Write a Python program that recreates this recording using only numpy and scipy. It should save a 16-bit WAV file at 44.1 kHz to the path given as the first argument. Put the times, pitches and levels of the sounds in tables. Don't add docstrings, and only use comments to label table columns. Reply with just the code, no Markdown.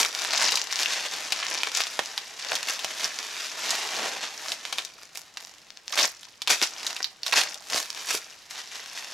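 import sys
import numpy as np
from scipy import signal
from scipy.fft import rfft, irfft
from scipy.io import wavfile
from scipy.ndimage import uniform_filter1d, minimum_filter1d

SR = 44100
rng = np.random.default_rng(int(sys.argv[2]) if len(sys.argv) > 2 else 0)


def waveform_to_disk(signal):
    frames = np.transpose(np.atleast_2d(signal))
    scaled = np.clip(frames, -1, 1) * 32767
    samples = np.round(scaled).astype(np.int16)
    wavfile.write(sys.argv[1], SR, samples)


N = 402633
TIME = np.arange(N) / SR


def undb(db):
    return 10 ** (np.asarray(db) / 20)


def unit(x):
    return x / np.sqrt(np.mean(x ** 2))


def curves(rows):
    start_s, *columns = np.transpose(rows)
    return [np.interp(TIME, start_s, column) for column in columns]


def colour(x, points, size=1024):
    point_hz, point_db = np.transpose(points)
    freq_hz = np.maximum(np.fft.rfftfreq(size, 1 / SR), 1)
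    gain_db = np.interp(np.log(freq_hz), np.log(point_hz), point_db)
    cepstrum = irfft(np.log(undb(gain_db)))
    cepstrum[1:size // 2] *= 2
    cepstrum[size // 2 + 1:] = 0
    impulse = irfft(np.exp(rfft(cepstrum)))
    return signal.fftconvolve(x, impulse[None], axes=-1)[:, :N]


def band(x, lo_hz, hi_hz):
    edges_hz = [lo_hz, min(hi_hz, .48 * SR)]
    return signal.sosfilt(signal.butter(2, edges_hz, "band", fs=SR, output="sos"), x)


def ring(x, hz, cycles):
    radius = np.exp(-hz / SR / cycles)
    angle = 2 * np.pi * hz / SR
    return signal.lfilter([.5, 0, -.5], [1, -2 * radius * np.cos(angle), radius * radius], x)


def clicks(per_s, spread_db, pan_db, rarest=0.089):
    when, rank, where = rng.random((int(per_s * N / SR), 3)).T
    polarity = (-1) ** np.arange(len(when))
    size = undb(-spread_db * np.log(rank + rarest)) * polarity
    side_db = pan_db * (where - .5)
    index = (when * N).astype(int)
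    return np.array([np.bincount(index, size * undb(side * side_db), N) for side in (1, -1)])


def flutter(per_s, depth_db):
    steps = rng.standard_normal(int(per_s * N / SR) + 2)
    return undb(depth_db * np.interp(TIME * per_s, np.arange(len(steps)), steps))


def place(sounds, rows, pan_db=3.0):
    out = np.zeros((2, N + SR))
    for sound, (start_s, level_db, *_) in zip(sounds, rows):
        i = max(int(start_s * SR), 0)
        side_db = np.array([[1], [-1]]) * pan_db * rng.uniform(-0.91, 1)
        out[:, i:i + len(sound)] += undb(level_db + side_db) * sound / np.abs(sound).max()
    return out[:, :N]


# freq_hz, gain_db
AIR_SPECTRUM = [(25, -5), (100, -2), (200, -1.5), (800, -5), (2500, -4), (5200, -5.5), (11000, -24),
                (16000, -28)]


def air(level_db=-58.5):
    noise = rng.standard_normal((2, N))
    shared = band(noise[::-1], 60, 20000)
    return undb(level_db) * unit(colour(noise + .5 * shared, AIR_SPECTRUM, size=8192))


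# time_s, level_db
DRAG_LEVELS = [(0, -46.5), (0.47, -30), (0.69, -43.5), (0.94, -35), (1.69, -40), (2.15, -41.5), (2.36, -47),
               (2.49, -39), (3.53, -38.5), (3.72, -30), (4.07, -37.5), (4.34, -47.5), (4.81, -40.5),
               (4.93, -55.5), (7.2, -67), (8.48, -60), (9.12, -43.5)]
DRAG_BUCKLING, DRAG_BODY_DB, DRAG_FINE_DB = 0.23, -11.5, -15.5
# peak_s, level_db, rise_s, fall_s, buckling, body_db, fine_db
HAND_TUGS = [(0.003, -22.5, 0.055, 0.096, 0.8, -6, -4.5), (0.177, -31.5, 0.075, 0.21, 0.67, -17, -11),
             (0.435, -23, 0.25, 0.27, 0.9, -12.5, -26), (0.718, -28, 0.023, 0.065, 0.6, -19, -18),
             (0.812, -24.5, 0.08, 0.054, 0.33, -16, -14), (0.928, -27, 0.16, 0.24, 0, -18, -21),
             (1.434, -29, 0.11, 0.086, 0.54, -17.5, -34), (1.517, -29.5, 0.052, 0.28, 0.86, -10.5, -25),
             (1.774, -25.5, 0.066, 0.12, 0.74, -17.5, -13), (2.397, -37.5, 0.016, 0.3, 0.5, -25, -30),
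             (2.53, -34, 0.19, 0.19, 1, -5.5, -15), (2.694, -27.5, 0.042, 0.1, 0.58, -16, -11),
             (3.053, -30, 0.13, 0.063, 0, -13.5, -14), (3.464, -36.5, 0.55, 0.062, 0, -23, -15),
             (3.721, -33.5, 0.1, 0.12, 0.8, -16, -20), (4.036, -33, 0.32, 0.31, 0, 0, -17),
             (4.235, -31, 0.065, 0.096, 0.12, -15, -26), (4.526, -36, 0.33, 0.037, 0.68, -8, -7),
             (5.031, -49.5, 0.24, 0.067, 1, -9, -9), (5.17, -44, .049, 0.09, 0.97, -9, 2),
             (5.383, -47.5, 0.062, 0.34, 1, -11, -7), (5.944, -33, 0.053, 0.025, 1, -2, 0.5),
             (5.986, -22.5, 0.031, 0.096, 0.72, -7.5, -6), (6.043, -19, 0.073, 0.028, 0.81, -11, -10),
             (6.25, -48.5, 0.41, 0.17, 1, -17, -20), (6.505, -17, 0.022, 0.072, 0.42, -12.5, -13),
             (6.636, -20.5, 0.037, 0.046, 0.56, -20, -12.5), (6.885, -36.5, 0.41, 0.27, 0.62, -10, -15),
             (7.278, -31, 0.043, 0.075, 0.54, -13.5, -9), (7.333, -27.5, .013, 0.24, 0.94, -7, -10),
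             (7.373, -15, 0.024, 0.071, 0.15, -16, -16), (7.738, -29, 0.029, 0.094, 0.9, 1, -13),
             (7.775, -29.5, 0.12, 0.12, 0.34, -12.5, -5.5), (7.98, -39, 0.22, 0.64, 0.5, -13.5, -11.5),
             (8.104, -26, 0.05, 0.056, 0.35, -15.5, -9.5), (8.149, -31.5, 0.045, 0.057, 0.2, -10, 1),
             (8.506, -40.5, 0.017, 0.27, 0.34, -16.5, -9), (8.587, -35.5, 0.082, 0.07, .3, -17, -22),
             (8.753, -38.5, 0.15, 0.25, 0.49, -15.5, -17), (8.987, -38.5, 0.23, 0.29, 0.4, -14, -13)]
TUG_RANGE_DB = 20


def effort():
    drag_db, = curves(DRAG_LEVELS)
    power = undb(drag_db) ** 2
    manner = np.outer([DRAG_BUCKLING, DRAG_BODY_DB, DRAG_FINE_DB], power)
    for peak_s, level_db, rise_s, fall_s, *own in HAND_TUGS:
        near = slice(*np.searchsorted(TIME, [peak_s - 2 * rise_s, peak_s + 2 * fall_s]))
        away = np.maximum((peak_s - TIME[near]) / rise_s, (TIME[near] - peak_s) / fall_s)
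        tug = undb(level_db - TUG_RANGE_DB * away) ** 2
        power[near] += tug
        manner[:, near] += np.outer(own, tug)
    return 10 * np.log10(power), *(manner / power)


def avalanches(x, follow_db=-5, fall_s=.005):
    keep = np.exp(-2 / (fall_s * SR))
    power = signal.lfilter([0, 1 - keep], [1, -keep], x ** 2 + 1e-18)
    return x + undb(follow_db) * np.sqrt(power) * rng.standard_normal(N)


# freq_hz, gain_db
CREASE_SPECTRUM = [(40, -29), (130, -20), (250, -2.5), (400, -3), (750, 3.5), (1400, 2.5), (3500, 1.5),
                   (5500, 5), (7000, 0), (8500, -7), (13000, -10), (16000, -20)]


def swarm(per_s, spread_db, cycles, pan_db, count=16, long_db=-2.5):
    def creases():
        return avalanches(clicks(per_s / count, spread_db, pan_db))

    long_creases = undb(long_db) * creases()
    total = 0
    for hz in np.geomspace(500, 13000, count):
        total = total + np.sqrt(hz) * unit(ring(creases() + long_creases, hz, cycles))
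    total = unit(colour(total, CREASE_SPECTRUM))
    power = uniform_filter1d(np.mean(total ** 2, axis=0), size=1400)
    return total / np.sqrt(np.maximum(power, 0) + 0.15)


# freq_hz, gain_db
SLIDE_SPECTRUM = [(40, -43), (130, -21.5), (230, -11), (400, -5.5), (720, -2.5), (1400, -3), (3000, -3),
                  (6500, -5.5), (8500, -13), (12500, -15.5), (16000, -37)]


def slide():
    grain = colour(clicks(per_s=3500, spread_db=5, pan_db=2), SLIDE_SPECTRUM)
    low = signal.sosfiltfilt(signal.butter(2, 2500, fs=SR, output="sos"), grain)
    high = grain - low
    rubbed = low * flutter(45, 1.2) + high * flutter(45, 1.2)
    return unit(rubbed * flutter(90, 1.4))


def wrap():
    level_db, buckling, body_db, fine_db = effort()
    buckling = np.clip(buckling, 0, 1)
    creases = unit(swarm(per_s=650, spread_db=9, cycles=1.0, pan_db=9))
    film = np.sqrt(buckling) * creases + np.sqrt(1 - buckling) * slide()
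    middle = unit(band(film, 1430, 7400))
    body = unit(band(film, 135, 1000)) * undb(body_db)
    fine = unit(band(film, 8200, 21000)) * undb(fine_db)
    return (middle - body - fine) * undb(level_db)


# start_s, level_db
CREASE_TICKS = [(0.032, -4), (0.15, -9.5), (0.308, -9), (0.3564, -10), (0.379, -7), (0.409, -4),
                (0.4236, -7), (0.433, -9), (0.4462, -11), (0.6163, -7), (0.732, -11), (0.758, -7.5),
                (0.7912, -8), (1.467, -10), (1.5474, -14), (1.7518, -8), (1.8184, -4), (1.8374, -10),
                (2.0593, -15), (2.6978, -10), (3.189, -10), (3.7527, -12), (4.484, -12.5), (5.4495, -22),
                (5.7045, -22.5), (5.7728, -22.5), (5.8803, -13.5), (5.9255, -14), (6.799, -24),
                (7.2805, -12), (7.7005, -13.5), (7.9035, -12), (8.9875, -21)]


def ticks(hz=4200, cycles=0.29, crack_db=-9):
    push = signal.unit_impulse(SR // 100)
    sounds = []
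    for octave in rng.uniform(-.35, .35, len(CREASE_TICKS)):
        swing = colour(ring(push, hz * 2 ** octave, cycles)[None], CREASE_SPECTRUM)[0]
        crack = np.diff(signal.unit_impulse(len(swing)), prepend=0) / 2
        sounds.append(swing / np.abs(swing).max() + undb(crack_db) * crack)
    return place(sounds, CREASE_TICKS)


# freq_hz, gain_db
FOLD_SPECTRUM = [(60, -43), (200, 19.5), (600, 16), (2000, 1), (6500, 3), (8500, 0), (12500, -0.5),
                 (16000, -7.5)]
# start_s, level_db, pitch_hz, rattle_db
FOLD_SNAPS = [(0.0494, -5, 3120, -8.5), (0.249, -7.5, 2670, -11), (0.3339, -2.5, 2830, -7.5),
              (0.521, 1, 4170, -13), (0.556, -4, 4950, -5), (0.5727, -9, 3250, -3.5),
              (0.8324, -3, 3770, -14), (1.137, -16.5, 4600, -5), (1.3223, -6, 3240, -2.5),
              (1.6334, -1.5, 2870, -14), (1.672, -11, 2170, -8.5), (1.805, -2.5, 2390, -17),
              (1.869, -13, 2870, -10), (1.9915, -2.5, 2370, -10.5), (2.1778, -9.5, 2940, -5.5),
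              (2.519, -5.5, 1850, -15), (2.554, -8.5, 3970, 1), (2.63, -12.5, 3470, -13),
              (2.7924, -15.5, 3350, -6), (2.8458, -7.5, 4060, -7), (3.706, -4, 5500, -6.5),
              (4.519, -13, 3200, -4.5), (4.6524, -13, 2800, -9), (4.726, -16.5, 2940, 4),
              (4.784, -8, 2960, -4), (4.8499, -15, 4900, -9), (5.157, -22.5, 2620, -3.5),
              (5.3721, -16, 3120, -7), (5.976, -0.5, 2700, -10), (5.989, -3.5, 2840, -3),
              (6.232, -23.5, 3330, -12), (6.419, -11, 3700, -7.5), (6.4747, -1.5, 3000, -5.5),
              (6.616, -1, 2900, -19), (6.626, -12, 4600, -2), (6.8665, -10.5, 4650, -2.5),
              (6.965, -14, 3260, -5.5), (7.004, -20, 1660, -7.5), (7.2646, -13, 3900, 0.5),
              (7.3248, -2.5, 2550, -4.5), (7.4143, -7, 3320, -6), (7.544, -16, 5140, -8),
              (7.7323, -9.5, 2250, -21), (7.7445, -10.5, 3400, -18)]


def snaps(crack_db=-20, rattle_s=0.007, bubble_db=-11, size=2048):
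    out, t = np.zeros((2, N + size)), np.arange(size) / SR
    ring_s, bubble_cycles = .00015, 2.2
    for start_s, level_db, hz, rattle_db in FOLD_SNAPS:
        push = rng.choice([-1, 1], size) * (rng.random(size) < .03)
        push = push * np.exp(-t / rattle_s) * undb(rattle_db)
        push[0] = 1
        pan_db = 2 * rng.standard_normal()
        pitches_hz = hz * 2 ** (np.array([-1, 1]) * rng.random(2) / 2)
        bubbles = sum(ring(push, f, bubble_cycles) for f in pitches_hz)
        snap = ring(push, hz, hz * ring_s) + undb(crack_db) * push + undb(bubble_db) * bubbles
        snap = band(snap, hz / 4, hz * 5) / (1 + 2 * undb(bubble_db))
        i = max(int(start_s * SR), 0)
        side_db = np.array([[pan_db], [-pan_db]]) / 2
        out[:, i:i + size] += undb(level_db + side_db) * snap
    return colour(out[:, :N], FOLD_SPECTRUM)


def scuff(at_s=0.42, width_s=0.048, hz=900, cycles=1.8, level_db=-33.0):
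    rubbed = unit(ring(clicks(per_s=1700, spread_db=-3, pan_db=0), hz, cycles))
    return undb(level_db) * rubbed * np.exp(-((TIME - at_s) / width_s) ** 2)


# start_s, level_db, pitch_hz
PACKAGE_JOLTS = [(0.521, -15, 850), (1.992, -15, 546), (2.519, -13.5, 644), (2.846, -16.5, 700),
                 (6.034, -26, 456), (6.506, -35, 443), (6.622, -22, 340), (7.378, -22, 434),
                 (7.747, -22.5, 417), (8.147, -22.5, 402)]


def jolts(cycles=0.8, rumble_db=-39, rumble_s=0.028):
    thumps, shake = np.zeros(N), np.zeros(N)
    push = signal.unit_impulse(SR // 4)
    decay = np.exp(-TIME[:len(push)] / rumble_s)
    for start_s, level_db, hz in PACKAGE_JOLTS:
        i = int(start_s * SR)
        thumps[i:i + len(push)] += undb(level_db) * ring(push, hz, cycles)
        shake[i:i + len(push)] += undb(level_db + rumble_db) * decay
    rumble = unit(band(rng.standard_normal(N), 55, 290))
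    return band(thumps, 78, 6000) + shake * rumble


# start_s, level_db, pitch_hz
BUBBLE_PINGS = [(0.859, -7, 2770), (2.0503, -24, 5200), (3.0442, -7, 5500), (3.1178, -28, 1780),
                (7.029, -12.5, 5700), (7.044, -3.5, 4180), (7.2331, -13, 4470), (7.338, -7, 4330)]


def pings(cycles=1.55, crack_db=-1, wobble_db=-17, wobble_s=0.0066):
    t, sounds = TIME[:SR // 50], []
    for _, _, hz in BUBBLE_PINGS:
        push = rng.standard_normal(len(t)) * (rng.random(len(t)) < .1)
        push = push * np.exp(-t / wobble_s) * undb(wobble_db)
        push[0] = 1
        crack = undb(crack_db) * np.diff(push, prepend=0)
        sounds.append(colour((ring(push, hz, cycles) + crack)[None], CREASE_SPECTRUM)[0])
    return place(sounds, BUBBLE_PINGS)


def near_echoes(x, early_db=-12.0, early_s=0.0025, count=8):
    t = TIME[:SR // 25]
    out = 0
    for k in range(count):
        echo = rng.standard_normal((2, len(t))) * (rng.random(len(t)) < .06)
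        echo = echo * np.exp(-t / early_s) * (t > .0007)
        echo = unit(echo + 0.19 * echo[::-1]) / np.sqrt(len(t))
        distance = np.abs((5 * TIME + k) % count - count / 2)
        fade = np.sqrt(np.maximum(1 - distance, 0))
        out = out + signal.oaconvolve(x * fade, echo, axes=-1)[:, :N]
    return undb(early_db) * out


def room(x, tail_db=-11, low_t60_s=0.15, high_t60_s=0.17):
    t = TIME[:SR // 2]
    noise = rng.standard_normal((2, len(t)))
    low = band(noise + .5 * noise[::-1], 100, 2000) * undb(-60 * t / low_t60_s)
    high = band(rng.standard_normal((2, len(t))), 1370, .48 * SR) * undb(-60 * t / high_t60_s)
    onset = np.minimum(t / 0.0058, 1)
    tail = unit((low + high) * onset) / np.sqrt(len(t))
    return x + near_echoes(x) + undb(tail_db) * signal.fftconvolve(x, tail, axes=-1)[:, :N]


def scene():
    left_db, = curves([(0, 1.1), (2.7, 1.4), (3.1, 0.13)])
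    sources = wrap() + snaps() + ticks() + pings() + jolts() + scuff()
    return room(sources * undb(np.array([left_db, -left_db]) / 2)) + air()


def record(dry, ceiling=0.53, top_hz=16000):
    gain = ceiling / np.maximum(np.abs(dry).max(axis=0), ceiling)
    gain = uniform_filter1d(minimum_filter1d(gain, size=61), size=61)
    return signal.sosfilt(signal.ellip(8, .2, 70, top_hz, fs=SR, output="sos"), dry * gain)


dry = scene()
out = record(dry)
waveform_to_disk(out)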